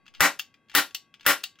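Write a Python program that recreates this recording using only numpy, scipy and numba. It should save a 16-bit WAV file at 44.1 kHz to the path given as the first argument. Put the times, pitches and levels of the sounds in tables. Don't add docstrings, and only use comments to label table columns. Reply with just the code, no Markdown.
import sys
import numpy as np
from scipy import signal
from scipy.fft import rfft, irfft
from scipy.io import wavfile
from numba import njit

SR = 44100
rng = np.random.default_rng(int(sys.argv[2]) if len(sys.argv) > 2 else 0)


def how_loud(loudness_db):
    steps = np.asarray(loudness_db, float) / 20
    return 10 ** steps


def int16_out(signal):
    q = np.round(np.clip(np.atleast_2d(signal).T, -1, 1) * 32767)
    wavfile.write(sys.argv[1], SR, q.astype(np.int16))


N = 70560
HZ = np.fft.rfftfreq(2 * N, 1 / SR)

# t/s, level/dB, brightness/(dB/octave), thump/dB
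SHOTS = [
    (0.2062, 23, 0.34, -25.5),
    (0.75, 17, 1.73, -42),
    (1.264, 20.5, 1.3, -36.5),
]
# t/s, level/dB, f/Hz
RESETS = [
    (0.391, -36, 2700),
    (0.3952, -22, 3370),
    (0.9457, -37.5, 2850),
    (0.9482, -21.5, 2980),
    (1.4349, -37.5, 2850),
    (1.4386, -21.5, 3010),
]
# t/s, level/dB, f/Hz
TICKS = [(0.0564, -47, 2800), (0.0644, -39, 2650), (0.0796, -34.5, 2550), (0.1391, -37, 2560),
         (0.1461, -48.5, 4080), (0.1488, -32, 2210), (0.1602, -43, 2960), (0.1703, -44.5, 1990),
         (0.5413, -41, 2435), (0.6855, -47, 2150), (0.6973, -32.5, 2340), (0.7064, -41.5, 2300),
         (0.7157, -34.5, 2810), (0.9085, -38, 2640), (1.1406, -33, 2520), (1.1966, -43, 3300),
         (1.2088, -34.5, 2240), (1.2147, -47, 2270), (1.2304, -39.5, 2650), (1.4058, -36, 2800),
         (1.5557, -46, 2800), (1.5883, -38, 2314)]
# t/s, level/dB, f/Hz
SEARS = [
    (.1815, -52, 3000),
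    (.732, -46, 2700),
    (1.2455, -45, 2600),
]
# t/s, length/s, level/dB
SWELLS = [
    (.1965, .011, -34),
    (.739, .011, -36),
    (1.251, .014, -36),
]
# f/Hz, level/dB
CAP_SPECTRUM = [(100, -24), (300, -10), (800, -6), (1500, 0.77), (2200, -1.5), (4500, -11.5), (9500, -18),
                (13000, -12)]
# f/Hz, level/dB, t60/s
BODY_MODES = [(110, -20, .07), (180, -13, .13), (292, -9, .16), (571, -11, .18), (789, -11, .14),
              (1135, -6, .15), (1402, 0.1, .17), (1543, -4, .14), (1829, -4, .15), (1906, -5, .13),
              (2094, -10, .12), (2515, -11, .11)]
# f/Hz, level/dB, t60/s
PART_MODES = [(780, -18, .06), (2720, 0.1, .035), (2800, -2, .04), (3182, -8, .06), (3590, -10, .05),
              (3736, -18, .14), (4544, -20, .16), (5082, -12, .04), (6500, -12, .04)]
# f/Hz, level/dB
SNAP_SPECTRUM = [(400, -43.5), (800, -14.5), (1800, -4), (2900, 1.23), (6500, -3.5), (9500, -16.5),
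                 (13000, -8.5), (16000, -6.5)]
# f/Hz, level/dB, t60/s
FRAME_MODES = [(1125, -67, 4), (1579, -76, 5), (1610, -72, 5), (2026, -76, 5), (2083, -73, 5),
               (2487, -76, 4), (2557, -78, 4), (2650, -75, 4), (2697, -78, 4), (3268, -75, 4),
               (3833, -80, 3), (4540, -78, .5)]
# f/Hz, t60/s
ROOM_T60 = [(60, .06), (130, 0.089), (300, 0.25), (1400, 0.16), (4000, 0.19), (8000, 0.18), (15000, 0.11)]
# f/Hz, level/dB
SIDE_SPECTRUM = [(60, -7), (150, -11), (500, -13), (2500, -13), (4000, -12), (5500, 1.5), (10500, 1.2),
                 (12000, -16)]
# f/Hz, level/dB
FLOOR_SPECTRUM = [(30, -20), (110, -2), (270, 0.1), (420, -9), (1200, -16), (3000, -24), (6000, -36),
                  (16000, -46)]

EARLIER_RING_DB, SCATTER_DB, FLOOR_DB = -5, 2, -71
TICK_Q, TICK_TONE_DB, TICK_TRIM_DB = 15, -6.5, -6.5
TICK_DULL_DB_PER_OCT, TICK_GRIT_S, TICK_GRIT_DB = -9, 0.0042, -11.5
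SNAP_GRIT_S, SNAP_GRIT_DB, PARTS_DB, ACTION_DIRECT_DB = 0.0023, -10.5, -18, 6
SWELL_ATTACK_S, SWELL_HZ, SWELL_RISE_DB = .002, 1300, 8
CAP_BURN_S, CAP_FIZZ_DB, CAP_BODY_DB = .002, -26, -14
THUMP_HZ, THUMP_T60_S = 102, 0.05
ROOM_DB, EARLY_DB, EARLY_S, LATE_DB, LATE_T60_S = 5.5, 4, 0.014, -49.5, 0.2
SIDE_PHASED, LEFT_DB = .15, 3
CEILING_DB, ATTACK_S, RELEASE_S, LOOK_S, TOP_HZ = -10, 0.0009, 0.0081, .001, 15800


def table(rows, hz=HZ):
    r = np.array(rows, float)
    return np.interp(np.log(np.maximum(hz, 1)), np.log(r[:, 0]), r[:, 1])


def colour(x, db):
    cepstrum = irfft(db * np.log(10) / 20)
    cepstrum[1:N] *= 2
    cepstrum[N + 1:] = 0
    return irfft(rfft(x, 2 * N) * np.exp(rfft(cepstrum)))[..., :x.shape[-1]]


def fade(t, t60):
    return np.exp(-np.log(1000) * t / np.maximum(t60, .002))


def ring(modes, t):
    hz, db, t60 = np.array(modes, float).T[..., None]
    strength, phase = rng.standard_normal((2, len(modes), 1))
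    tones = np.sin(2 * np.pi * hz * t + 2 * phase) * fade(t, t60)
    return np.sum(how_loud(db + SCATTER_DB * strength) * tones, axis=0)


def add(track, s, x):
    i = int(s * SR)
    track[i:i + len(x)] += x[:len(track) - i]


def frame():
    out, t = np.zeros(N), np.arange(N) / SR
    add(out, 0, how_loud(EARLIER_RING_DB) * ring(FRAME_MODES, t))
    for shot in SHOTS:
        out[int(shot[0] * SR):] = 0
        add(out, shot[0], ring(FRAME_MODES, t))
    return out


def floor_noise():
    noise = colour(rng.standard_normal((2, N)), table(FLOOR_SPECTRUM))
    return noise / noise.std() * how_loud(FLOOR_DB)


def click(t, hz):
    tone = np.sin(2 * np.pi * hz * t) * np.exp(-t * hz / TICK_Q)
    return (t == 0) + how_loud(TICK_TONE_DB) * tone * 0.13


def grit(t, db, decay_s):
    return how_loud(db) * rng.standard_normal(len(t)) * np.exp(-t / decay_s)


def action():
    out, t = np.zeros(N), np.arange(SR // 4) / SR
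    snap = table(SNAP_SPECTRUM)
    dull = snap + TICK_DULL_DB_PER_OCT * np.log2(np.maximum(HZ / 3000, 1))
    light = [(s, db + TICK_TRIM_DB, hz) for s, db, hz in TICKS] + list(SEARS)
    for s, db, hz in light:
        contact = click(t, hz) + grit(t, TICK_GRIT_DB, TICK_GRIT_S)
        add(out, s, how_loud(db) * 2 * colour(contact, dull))
    for s, db, hz in RESETS:
        parts = how_loud(PARTS_DB) * ring(PART_MODES, t) * np.minimum(t * 1000, 1)
        contact = click(t, hz) + grit(t, SNAP_GRIT_DB, SNAP_GRIT_S)
        add(out, s, how_loud(db) * (2 * colour(contact, snap) + parts))
    return out


def pre_swell():
    out, t = np.zeros(N), np.arange(SR // 50) / SR
    band = -9 * np.abs(np.log2(np.maximum(HZ, 30) / SWELL_HZ))
    for s, length, db in SWELLS:
        band_noise = colour(rng.standard_normal(len(t)), band)
        swell = how_loud(db + SWELL_RISE_DB * (t / length - 1))
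        swell = swell * np.minimum(t / SWELL_ATTACK_S, 1) * (t < length)
        add(out, s, band_noise / band_noise.std() * swell)
    return out


def caps():
    t = np.arange(SR // 3) / SR
    blast, body = np.zeros(N), np.zeros(N)
    octaves = np.log2(np.maximum(HZ, 30) / 1500)
    for s, db, tilt, thump_db in SHOTS:
        fizz = how_loud(CAP_FIZZ_DB) * rng.standard_normal(len(t)) * np.exp(-t / CAP_BURN_S)
        crack = colour((t == 0) + fizz, table(CAP_SPECTRUM) + tilt * octaves)
        add(blast, s, how_loud(db) * crack * 4)
        onset = np.minimum(t / 0.007, 1)
        add(body, s, how_loud(db + CAP_BODY_DB) * ring(BODY_MODES, t) * onset * 0.21)
        thump = np.sin(2 * np.pi * THUMP_HZ * t) * fade(t, THUMP_T60_S)
        add(body, s, how_loud(thump_db) * 9 * thump)
    return blast, body


def room():
    t = np.arange(N // 2) / SR
    noise, tail = rfft(rng.standard_normal((2, N // 2))), 0
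    octave = np.log2(np.maximum(np.fft.rfftfreq(N // 2, 1 / SR), 1))
    for c in np.arange(5, 15):
        band = irfft(noise * np.clip(1 - abs(octave - c), 0, 1))
        tail = tail + band * fade(t, table(ROOM_T60, 2. ** c))
    early = 1 + how_loud(EARLY_DB) * np.exp(-t / EARLY_S)
    late = how_loud(LATE_DB) * irfft(noise) * fade(t, LATE_T60_S)
    out = tail * early + late
    out = out / np.sqrt(np.sum(out[0] ** 2)) * how_loud(ROOM_DB)
    out[0, 0] += 1
    return out


def scene():
    blast, body = caps()
    metal = action()
    mid, far = irfft(rfft(blast + metal, 2 * N) * rfft(room(), 2 * N))[:, :N]
    floor = floor_noise()
    mid = mid + body + pre_swell() + how_loud(ACTION_DIRECT_DB) * metal + frame() + floor[0]
    far = far + floor[1]
    phased = 1j * np.sqrt(SIDE_PHASED) * rfft(mid, 2 * N)
    diffuse = np.sqrt(1 - SIDE_PHASED) * rfft(far, 2 * N)
    side = irfft((phased + diffuse) * how_loud(table(SIDE_SPECTRUM)))[:N]
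    return np.array([(mid + side) * how_loud(LEFT_DB / 2), (mid - side) * how_loud(-LEFT_DB / 2)])


@njit
def follow(x, up, down):
    e, y = 0., np.empty(len(x))
    for i in range(len(x)):
        e += (x[i] - e) * (up if x[i] > e else down)
        y[i] = e
    return y


def roll_off(x):
    return signal.sosfilt(signal.butter(12, 16960, fs=SR, output="sos"), x)


def record(dry):
    peak = np.abs(dry).max(axis=0)
    envelope = follow(peak, 1 / (ATTACK_S * SR), 1 / (RELEASE_S * SR))
    gain = np.minimum(1, how_loud(CEILING_DB) / (envelope + 1e-9))
    gain = np.roll(gain, -int(LOOK_S * SR))
    low_pass = signal.ellip(8, .2, 40, TOP_HZ, fs=SR, output="sos")
    mix = signal.sosfilt(low_pass, np.tanh(dry * gain))
    return roll_off(mix)


dry = scene()
out = record(dry)
int16_out(out)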